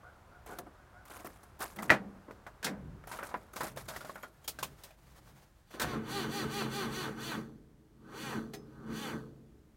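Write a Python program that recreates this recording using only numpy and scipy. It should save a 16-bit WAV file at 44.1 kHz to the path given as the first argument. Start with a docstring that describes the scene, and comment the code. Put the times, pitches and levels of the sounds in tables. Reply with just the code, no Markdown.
"""A truck that won't start

Someone crosses gravel to a small truck, pops the latch, swings the door open and leans in to turn the key.
The solenoid clacks and the starter drags the engine over its compressions, then slows to single laboured
heaves; it never fires. Gear whine, brush hiss and the shuddering block sound through the cab, over a
quiet yard with a far-off dog."""
import sys
import numpy as np
from scipy import signal
from scipy.fft import rfft, irfft
from scipy.io import wavfile
from scipy.ndimage import uniform_filter1d

SR = 44100
rng = np.random.default_rng(int(sys.argv[2]) if len(sys.argv) > 2 else 0)


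def materialize(psi):
    """Save the field psi as 16-bit PCM at rate SR to the path in sys.argv[1].

    A 1-D psi becomes a single channel; in a 2-D psi each row is a channel.
    """
    bounded = np.clip(np.atleast_2d(psi).T, -1, 1)
    quanta = np.round(bounded * 32767).astype(np.int16)
    wavfile.write(sys.argv[1], SR, quanta)


N = 430416
T = np.arange(N) / SR
HIT_T = T[:SR // 2]

# shoes landing and rolling on gravel: start_s, crunch_db, length_s, heel_db
FOOTFALLS = [(0.461, -34.5, 0.16, -44), (0.49, -54, .1, -38), (0.508, -55, .1, -43),
             (0.521, -50, 0.12, -35), (0.586, -24, 0.027, -33), (0.662, -58, .07, -41.5),
             (1.052, -40.5, 0.14, -74), (1.098, -38.5, 0.52, -44.5), (1.157, -51, 0.071, -44),
             (1.196, -50, 0.067, -44), (1.245, -35, 0.083, -33.5), (1.43, -42.5, 0.061, -57),
             (1.591, -33, 0.31, -46), (1.604, -25.5, 0.081, -34.5), (1.636, -40, 0.062, -37.5),
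             (1.761, -31.5, .03, -55), (1.782, -48, 0.073, -47), (1.822, -28, 0.091, -48),
             (2.282, -74, 0.057, -36.5), (3.071, -34, 0.49, -45), (3.23, -34.5, 0.1, -53),
             (3.533, -36, 0.11, -45.5), (3.559, -27.5, 0.16, -37), (3.632, -25.5, 0.11, -32.5),
             (3.76, -36.5, 0.35, -43), (3.88, -35, 0.33, -53), (4.066, -42.5, 0.51, -55)]
# modes of the cab trim: pitch_hz, level_db, t60_s
TRIM_MODES = [(575, 15.5, 0.19), (630, 11.5, 0.83), (689, -18, 0.28), (1134, -35, 0.19), (1680, 11, 0.12),
              (2121, -36, 0.2), (2277, -52, 0.11)]
# starter surges, one per compression plus a weak straining creep between the last two heaves:
# top_speed_s, mesh_hz, length_s, hiss_db, grind_db, shudder_db
SURGES = [(5.885, 372, 0.19, -53.5, -44, -34.5), (6.155, 406, 0.23, -45, -41, -38.5),
          (6.364, 406, 0.19, -44.5, -41.5, -38), (6.565, 409, .2, -44.5, -41.5, -39),
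          (6.773, 407, 0.21, -45, -42, -37), (6.98, 378, 0.22, -46, -42, -41),
          (7.267, 345, .23, -47, -44, -40.5), (8.241, 275, 0.29, -49.5, -45.5, -39.5),
          (8.742, 139.5, 0.38, -78.5, -65.5, -42.5), (9.01, 284, .27, -49, -45.5, -38.5)]


def undb(db):
    return 10 ** (np.asarray(db) / 20)


def unit(x):
    return x / np.sqrt(np.mean(x ** 2))


def crest(x):
    """Scale so that the loudest 5 ms have rms 1."""
    return x / np.sqrt(uniform_filter1d(x ** 2, SR // 200).max())


def add(out, start_s, x):
    i = int(start_s * SR)
    out[i:i + len(x)] += x[:N - i]


def envelope(rows, steep=3):
    """Joint gain of swells (peak_s, level_db, rise_s, fall_s), each halved one rise or fall away."""
    swells = [undb(db) / (1 + np.abs((T - s) / np.where(T < s, rise, fall)) ** steep)
              for s, db, rise, fall in rows]
    return np.sqrt(sum(swell ** 2 for swell in swells))


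def colour(x, outline, resonances=()):
    """EQ by a (freq_hz, level_db) outline with steep ends, lifted at each resonance; rms 1."""
    f = np.fft.rfftfreq(len(x), 1 / SR) + 1
    hz, db = np.transpose(outline)
    octaves_outside = np.maximum(np.log2(hz[0] / f), 0) + np.maximum(np.log2(f / hz[-1]), 0)
    gain = undb(np.interp(np.log(f), np.log(hz), db) - 20 * octaves_outside)
    for centre, width, lift_db in resonances:
        gain = gain * undb(lift_db / (1 + (2 * (f - centre) / width) ** 2))
    return unit(irfft(rfft(x) * gain, len(x)))


def noise(outline, resonances=(), n=N):
    return colour(rng.standard_normal(n), outline, resonances)


def wander(rate_hz):
    """Smooth random drift with rms 1."""
    hold = int(SR / rate_hz)
    stairs = np.repeat(rng.standard_normal(N // hold + 1), hold)
    return unit(uniform_filter1d(stairs, hold)[:N])


def fade(t60):
    return np.exp(-np.log(1000) * HIT_T / max(t60, .004))


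def ring(modes):
    """Free decay of (pitch_hz, level_db, t60_s) modes."""
    return sum(undb(db) * fade(t60) * np.sin(2 * np.pi * hz * HIT_T) for hz, db, t60 in modes)


def scatter(x, t60, wet_db):
    """Add dense reflections off nearby surfaces."""
    tail = rng.standard_normal(len(HIT_T)) * fade(t60)
    return x + undb(wet_db) * signal.fftconvolve(x, tail / np.linalg.norm(tail))[:N]


def blows(hits, body_eq, body_db, thud_db, tick_db, thud_t60, tick_t60,
          modes=(), ring_db=0, top_db=0, contact_s=.004):
    """Bright contact ticks, panel clatter and slower low thuds; the dB settings trim each hit's levels."""
    thud_eq = [(80, -21.5), (130, -4.5), (220, -2), (380, -.5), (600, -5)]
    tick_eq = [(2200, -5.5), (3500, 2), (6000, -1), (11000, top_db / 2 - 4), (15500, top_db - 6)]
    out, n = np.zeros(N), len(HIT_T)
    for s, hit_body_db, hit_thud_db, hit_tick_db, t60, hz in hits:
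        attack = 1 - fade(contact_s)
        clatter = crest(noise(body_eq, [(hz, hz / 8, 7)], n) * fade(t60)) + .5 * ring([(hz, 0, t60)])
        if modes:
            clatter += undb(ring_db) * crest(ring(modes) * fade(4 * t60))
        thud = noise(thud_eq, [(197, 54, 5.1)], n) * fade(thud_t60) * (1 - fade(.013))
        tick = noise(tick_eq, n=n) * fade(tick_t60)
        add(out, s, undb(hit_body_db + body_db) * crest(clatter * attack))
        add(out, s, undb(hit_thud_db + thud_db) * crest(thud))
        add(out, s, undb(hit_tick_db + tick_db) * crest(tick * attack))
    return out


def yard(outdoor_db=-57.5, cab_db=-62):
    """Open-air rumble gives way to the duller air of the cab."""
    # the air in the yard, and screened by the cab: freq_hz, level_db
    outdoor_eq = [(15, -34), (25, 8), (84, 5), (217, -7), (326, -8.5), (624, -9), (754, -8.5), (962, -9),
                  (1100, -9), (1520, -11), (1700, -14.5), (2480, -22.5), (4030, -27.5), (16000, -36.5)]
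    cab_eq = [(15, -38), (25, 1.5), (53, 2), (87, -5), (200, -11), (270, -19.5), (335, -13.5), (439, -31),
              (503, -23.5), (1940, -30.5), (2410, -35), (16000, -43.5)]
    inside = np.interp(T, [3.4, 5], [0, 1])
    air = (1 - inside) * undb(outdoor_db) * noise(outdoor_eq) + inside * undb(cab_db) * noise(cab_eq)
    return air * undb(.32 * wander(1.6))


def dog():
    """Hoarse, distant yelps rise and fall in pitch, blurred by the trees."""
    # far-off barks: start_s, length_s, pitch_hz, level_db
    barks = [(0.021, 0.09, 754, -57.5), (0.282, 0.12, 755, -63.5), (0.47, 0.11, 766, -55),
             (0.734, 0.126, 765, -66), (0.902, 0.14, 775, -61)]
    out, n = np.zeros(N), len(HIT_T)
    for s, length, hz, db in barks:
        arch = np.sin(np.pi * np.minimum(HIT_T / length, 1))
        pitch = hz * (1 + .08 * (arch - 1) - .33 * fade(1.8 * length) + .022 * wander(200)[:n])
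        phase = 2 * np.pi * np.cumsum(pitch) / SR
        voice = .7 * np.sin(phase) + np.sin(2 * phase) + .15 * np.sin(3 * phase)
        rasp = 1 + .45 * (1 + 3 * fade(2 * length)) * wander(350)[:n]
        add(out, s, undb(db) * arch * rasp * voice)
    return scatter(out, t60=.39, wet_db=-.5)


def gravel(count=18000, spread_db=2.5, ring_cycles=2.6, attack_s=.014):
    """Each crunch releases a shower of stone clicks, every one with its own pitch and size."""
    stone_eq = [(600, 8.5), (1500, 4), (3000, -5.5), (6000, -5), (10000, -1), (15500, -2.5)]
    pressure, stones = np.zeros((2, N))
    for s, db, length, _ in FOOTFALLS:
        add(pressure, s, undb(db) * fade(2 * length) * (1 - fade(attack_s)))
    when, pitch_rank, size_rank = rng.random((count, 3)).T
    hz = 700 * (15000 / 700) ** (pitch_rank ** .6)
    size = undb(spread_db * np.minimum(-np.log(1 - size_rank), 4)) * np.sqrt(hz)
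    cycles = hz[:, None] * HIT_T[:SR // 150]
    clicks = size[:, None] * np.exp(-cycles / ring_cycles) * np.sin(2 * np.pi * cycles)
    for s, click in zip(when * T[-1] / 2, clicks):
        add(stones, s, click)
    slips = undb(2.5 * wander(90))  # the stones give way unevenly
    return undb(-17.5) * colour(stones, stone_eq) * pressure * slips


def heels(pitch_hz=719.6, t60=.125):
    """Every heel lands with the same short knock, and a tick that follows its crunch in level."""
    hits = [(s, db, db, crunch_db, t60, pitch_hz) for s, crunch_db, _, db in FOOTFALLS]
    return blows(hits, [(300, 6), (750, -1.5), (1200, -2.5), (2400, -22)], body_db=-8.5, thud_db=-16,
                 tick_db=-21.5, thud_t60=.3, tick_t60=.028, top_db=20, contact_s=.0099)


def cab_knocks(rap_t60=.013):
    """The cab knocks and creaks as the driver leans in; each knock opens with a short rap."""
    # bumps against the cab: start_s, body_db, tick_db, t60_s, pitch_hz
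    knocks = [(1.788, -30.5, -48.5, 0.11, 1990), (2.309, -35, -59.5, 0.034, 500),
              (2.466, -35, -55, 0.071, 1040), (3.039, -42, -66, .04, 1380), (3.115, -32.5, -45, .1, 990),
              (3.137, -34, -49, 0.16, 1020), (3.189, -30, -55, 0.29, 1316), (3.229, -29, -58, 0.066, 1500),
              (3.29, -41, -52, 0.34, 930), (3.313, -38, -66, 0.082, 980), (3.342, -22.5, -69, 0.082, 990),
              (3.357, -34.5, -67, 0.084, 720), (3.563, -34, -40, 0.12, 630),
              (3.607, -23.5, -39.5, 0.16, 995), (3.667, -34, -46, 0.056, 1380),
              (3.772, -31, -42, 0.12, 577), (3.885, -35, -38, 0.35, 617), (3.962, -30.5, -42, 0.073, 1930),
              (4.008, -35.5, -48, 0.21, 1427), (4.047, -36, -49, 0.11, 624),
              (4.095, -30.5, -52, 0.06, 1080), (4.157, -35, -67, 0.14, 1416),
              (4.233, -32.5, -52, 0.12, 1415), (4.588, -33, -42, 0.14, 1570)]
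    body_eq = [(400, -7), (620, 7.5), (900, 5.5), (1350, 6.5), (2000, 0), (3000, -15.5)]
    hits = [(s, db, db, tick_db, t60, hz) for s, db, tick_db, t60, hz in knocks]
    out = blows(hits, body_eq, body_db=-9.5, thud_db=-23, tick_db=-5.5, thud_t60=.4, tick_t60=.13,
                modes=TRIM_MODES, ring_db=-11, top_db=-1)
    for s, db, _, _, hz in knocks:
        rap = ring([(hz, -6, rap_t60), (.51 * hz, -13, rap_t60), (1.58 * hz, -9, rap_t60 / 2)])
        add(out, s, undb(db) * rap)
    return out


def cab_rumble():
    """Low swells of cab rumble as the driver moves and as the starter engages."""
    # swells of rumble: peak_s, level_db, rise_s, fall_s
    swells = [(2.85, -47.5, .07, 0.15), (3.82, -54, 0.2, 0.2), (4.68, -54, 0.15, 0.1),
              (5.35, -62, .3, 0.11), (5.87, -43, 0.037, .07)]
    return noise([(35, -9), (60, 5.5), (95, -2.5), (135, 6.5), (220, -5), (400, -11.5)]) * envelope(swells)


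def sleeve():
    """A sleeve rustles against the dash."""
    # passes of the arm: peak_s, level_db, rise_s, fall_s
    rustles = [(4.88, -63, 0.39, 0.057), (5.2, -63.5, 0.17, 0.26)]
    # rubbing cloth: freq_hz, level_db
    cloth_eq = [(240, -43), (400, -4), (579, -0.5), (1580, -4.5), (2670, -12), (3260, -12.5),
                (16000, -18.5)]
    return noise(cloth_eq) * undb(2.5 * wander(45)) * envelope(rustles)


def door():
    """The pawl snaps, the steel door rings, and its panel booms as it swings."""
    # springing free, then over the check strap: start_s, body_db, thud_db, tick_db, t60_s, pitch_hz
    jolts = [(1.903, -10.5, -25, -34, 0.063, 1930), (1.916, -13, -32.5, -62, 0.15, 624),
             (1.938, -31.5, -49, -50.5, 0.05, 1750), (2.628, -34, -54, -45, 0.32, 1615),
             (2.644, -28.5, -40, -30.5, 0.28, 1526), (2.666, -26, -48, -43, 0.1, 2060)]
    # snaps of the latch pawl: start_s, level_db
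    snaps = [(1.896, -15), (1.903, -3)]
    # modes of the door, and of the latch on its skin: pitch_hz, level_db, t60_s
    door_modes = [(525.5, -3, 0.13), (624, -10.5, 0.12), (777, -8.5, 0.4), (1060, -9.5, 0.17),
                  (947, -7, 0.17), (1250, -10, 0.26), (1486, -22, 0.23), (1516, -4, 0.17),
                  (1930, -14.5, 0.36), (2191, -4.5, 0.17), (2384, 4, 0.056), (2494, 0, 0.13),
                  (2615, -12.5, 0.1), (2700, -7, 0.065)]
    pawl_modes = [(132, -18.5, 0.19), (1570, -6, 0.032), (1750, 4, 0.058), (1930, 10, 0.03),
                  (2394, -3.5, 0.012)]
    # the panel tugged, freed and checked: peak_s, level_db, rise_s, fall_s
    booms = [(1.81, -43, 0.037, 0.18), (1.96, -45.5, 0.053, 0.13), (2.67, -40, 0.017, 0.09)]
    body_eq = [(350, -10.5), (650, 0), (1200, -1), (1900, .5), (2600, -13), (3100, -16.5), (4500, -22)]
    panel_eq = [(60, -13.5), (140, -10), (210, -4), (330, -7), (700, -14), (1800, -29.5)]
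    out = blows(jolts, body_eq, body_db=-8.5, thud_db=-2, tick_db=-1.5, thud_t60=.17, tick_t60=.12,
                modes=door_modes, ring_db=-3.5, top_db=-6.5, contact_s=.0047)
    pawl = ring(pawl_modes)
    for s, db in snaps:
        add(out, s, undb(db - .5) * pawl / np.abs(pawl).max())
    return out + noise(panel_eq, [(199, 20, 14), (160, 13, 6.3)]) * envelope(booms)


def ignition_key():
    """The key rattles in its lock while the hanging keys clink."""
    # clicks of the lock: start_s, body_db, thud_db, tick_db, t60_s, pitch_hz
    clicks = [(4.444, -48, -53, -55, 0.069, 600), (4.477, -32, -40, -28.5, 0.084, 1326),
              (4.627, -21.5, -40.5, -31.5, 0.081, 1076), (4.835, -44, -50, -43, 0.14, 560),
              (4.905, -45, -74, -61, 0.082, 630), (5.706, -45, -54.5, -57, 0.13, 606.7)]
    # keys touching: start_s, level_db
    clinks = [(4.146, -63), (4.228, -54), (4.444, -57), (4.63, -48)]
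    # modes of the keys: pitch_hz, level_db, t60_s
    key_modes = [(3220, -1.5, 0.12), (6880, 0, 0.071), (10300, -11, 0.057), (12600, 2, 0.052),
                 (14600, -3, .07)]
    body_eq = [(350, -21), (700, -11.5), (1600, -18), (2800, -19)]
    out = blows(clicks, body_eq, body_db=-11, thud_db=-11.5, tick_db=-5, thud_t60=.22, tick_t60=.097,
                modes=TRIM_MODES, ring_db=-11.5, top_db=3.5, contact_s=.013)
    for s, db in clinks:
        add(out, s, undb(db) * ring(key_modes))
    return out


def solenoid():
    """The solenoid throws the pinion into the flywheel; at the last clack it drops back ringing."""
    # solenoid and pinion hits: start_s, body_db, thud_db, tick_db, t60_s, pitch_hz
    clacks = [(5.739, -36, -40, -64, 0.21, 1030), (5.797, -24.5, -53, -37.5, 0.12, 1610),
              (5.816, -27, -35, -36.5, 0.61, 724), (8.535, -35.5, -46.5, -50, 0.14, 681)]
    # modes of the freed drive: pitch_hz, level_db, t60_s
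    drive_modes = [(405, -46, 0.49), (766, -47.5, 0.15), (1930, -48, 0.1), (5100, -58, 0.27),
                   (5200, -59, 0.25), (6240, -59, 0.22)]
    body_eq = [(350, 7.5), (800, -7), (1700, 3), (2600, -5), (4300, -16)]
    out = blows(clacks, body_eq, body_db=-11.5, thud_db=-4, tick_db=1, thud_t60=.31, tick_t60=.12,
                contact_s=.0049)
    add(out, clacks[-1][0], ring(drive_modes) * (1 - fade(.03)))
    return out


def engine_block(shake, rumble):
    """The block shudders on its mounts and sets the cab humming at its modes."""
    # the block's shudder: freq_hz, level_db
    block_eq = [(30, -29), (55, -3.5), (85, -7), (130, 0), (300, 2.5), (430, -3.5), (560, -10),
                (1000, -30.5)]
    # modes of the cab: pitch_hz, rumble_db, shake_db
    cab_modes = [(133.5, -5.5, -11), (159.4, -10.5, -13), (222.6, -6.5, -0.5), (314, -10, -10.5),
                 (436, -12, -9.5)]
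    out = noise(block_eq) * np.hypot(undb(-4) * shake, undb(-5.5) * rumble)
    for hz, rumble_db, shake_db in cab_modes:
        phase = 2 * np.pi * np.cumsum(hz * (1 + .014 * wander(40))) / SR
        hum = undb(2.5 * wander(25)) * np.sin(phase)
        out += hum * np.hypot(undb(rumble_db) * rumble, undb(shake_db) * shake)
    return out


def mesh_rate(creep_hz=99.6, spin_up_s=.122, brake_s=.15):
    """The motor creeps when stalled, spins up once a piston is over the top, and is braked by the next."""
    humps = [(hz - creep_hz) * np.exp(-((T - s) / np.where(T < s, spin_up_s, brake_s)) ** 2)
             for s, hz, *_ in SURGES]
    return creep_hz + np.max(humps, axis=0)


def surge_levels(power_on_s=5.797):
    """In each surge brushes hiss at top speed, teeth bite as the piston resists, then the block shakes."""
    # the solenoid's clack, then the pinion grating into or out of the flywheel: peak_s, length_s, hiss_db,
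    # grind_db
    grates = [(5.745, 0.027, -57.5, -56), (5.827, 0.012, -43, -26), (8.549, 0.0062, -52, -59)]
    hiss, grind, bite, shake, rumble = [], [], [], [], []
    for s, _, length, hiss_db, grind_db, shudder_db in SURGES:
        hiss.append((s, hiss_db, .26 * length, .4 * length))
        grind.append((s, grind_db - .5, .45 * length, .49 * length))
        bite.append((s + .31 * length, grind_db + 2.5, .11 * length, .16 * length))
        shake.append((s + .49 * length, shudder_db + .35, .14 * length, .19 * length))
        rumble.append((s, (grind_db + shudder_db) / 2 - 3, .5 * length, 1.08 * length))
    powered = np.clip((T - power_on_s) / .013, 0, 1)
    grate_hiss = envelope([(s, db, length, length) for s, length, db, _ in grates], steep=2.4)
    grate_bite = envelope([(s, db, length, length) for s, length, _, db in grates], steep=2.4)
    return (np.hypot(powered * envelope(hiss, steep=3.64), grate_hiss),
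            powered * envelope(grind, steep=4.6),
            np.hypot(powered * envelope(bite, steep=2.1), grate_bite),
            powered * envelope(shake, steep=1.8),
            powered * envelope(rumble, steep=2.7))


def gear_partials(teeth):
    """Tooth-mesh harmonics with weaker sidebands at each third; backlash makes every partial waver."""
    out = np.zeros(N)
    for thirds in range(3, 42):
        weight = 1 if thirds % 3 == 0 else .25
        waver = undb(2.5 * wander(35))
        out += weight * waver * np.sin(2 * np.pi * (thirds * teeth / 3 + rng.random()))
    return unit(out)


def starter(chatter=.2, flutter=.005, casing_hz=815, casing_width_hz=26):
    """Pinion teeth grind on the ring gear, brushes scrape the commutator, compressions shake the block."""
    # tone of the gears, the chug of biting teeth and the brush hiss: freq_hz, level_db
    gear_eq = [(250, -21.5), (400, 7.5), (600, -4), (820, 3.5), (950, 2.5), (1200, 3), (1600, -0.5),
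               (2100, -8.5), (3500, -20.5), (7000, -63.5)]
    chug_eq = [(300, -8), (450, 1), (650, 0), (900, 2.5), (1600, 0.5), (1900, -7), (2200, -17.5),
               (7000, -43)]
    brush_eq = [(1120, -62), (1900, 0.5), (2020, -13.5), (2990, -0.5), (3550, -0.5), (3770, -4.5),
                (4350, -2), (5200, -10), (6160, -5), (6860, -7), (10200, -11.5), (15200, -15),
                (16000, -17.5)]
    # resonances of the starter housing: centre_hz, width_hz, lift_db
    housing = [(1059, 26, 6), (1290, 83, 5.5), (1536, 44, 9.5), (1750, 70, 2.5), (2143, 32, 8.5),
               (2386, 55, 7.5), (2750, 46, 1.5), (3060, 26, 8.5), (3430, 41, 6.5), (4025, 33, 8.5),
               (4400, 71, 3.5), (5970, 196, 5)]
    mesh_hz = mesh_rate()
    hiss, grind, bite, shake, rumble = surge_levels()
    teeth = np.cumsum(mesh_hz * (1 + flutter * wander(70))) / SR
    # the teeth press hardest, and sound clearest, while a compression brakes the starter
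    braking = uniform_filter1d(1. * (np.gradient(mesh_hz) < 0), SR // 25)
    partials = gear_partials(teeth) * (.5 + .5 * braking)
    contact = unit(np.exp(3 * (np.cos(2 * np.pi * teeth) - 1)))  # one pulse a tooth
    scrape = unit((1 - chatter + chatter * contact) * rng.standard_normal(N))
    gears = colour(partials, gear_eq, housing) + undb(-7) * colour(scrape, gear_eq, housing)
    gears = unit(scatter(gears, t60=.07, wet_db=-8))
    # under the heaviest load the teeth knock in rough, uneven bursts
    chug = colour(contact * undb(3 * wander(120)) * rng.standard_normal(N), chug_eq, housing)
    brushes = colour(scatter(scrape + .55 * partials, t60=.06, wet_db=-5), brush_eq, housing)
    # twice the mesh rate sings when it meets the casing's mode
    whine = np.sin(4 * np.pi * teeth) / (1 + ((2 * mesh_hz - casing_hz) / casing_width_hz) ** 2)
    # the mesh rate itself groans unevenly under load
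    groan = braking * undb(4 * wander(30)) * np.sin(2 * np.pi * teeth)
    drive = (gears + undb(1) * whine + undb(-4) * groan) * grind
    return drive + undb(-2.5) * chug * bite + undb(.5) * brushes * hiss + engine_block(shake, rumble)


def scene():
    movement = gravel() + heels() + cab_knocks() + cab_rumble() + sleeve()
    truck = door() + ignition_key() + solenoid() + starter()
    return (yard() + dog() + movement + truck)[None]


def record(dry, low_cut_hz=40, high_cut_hz=16100):
    """Roll off the deepest rumble and cut the very top."""
    dry = signal.sosfilt(signal.butter(4, low_cut_hz, "highpass", fs=SR, output="sos"), dry)
    return signal.sosfilt(signal.ellip(10, .2, 70, high_cut_hz, fs=SR, output="sos"), dry)


dry = scene()
out = record(dry)
materialize(out)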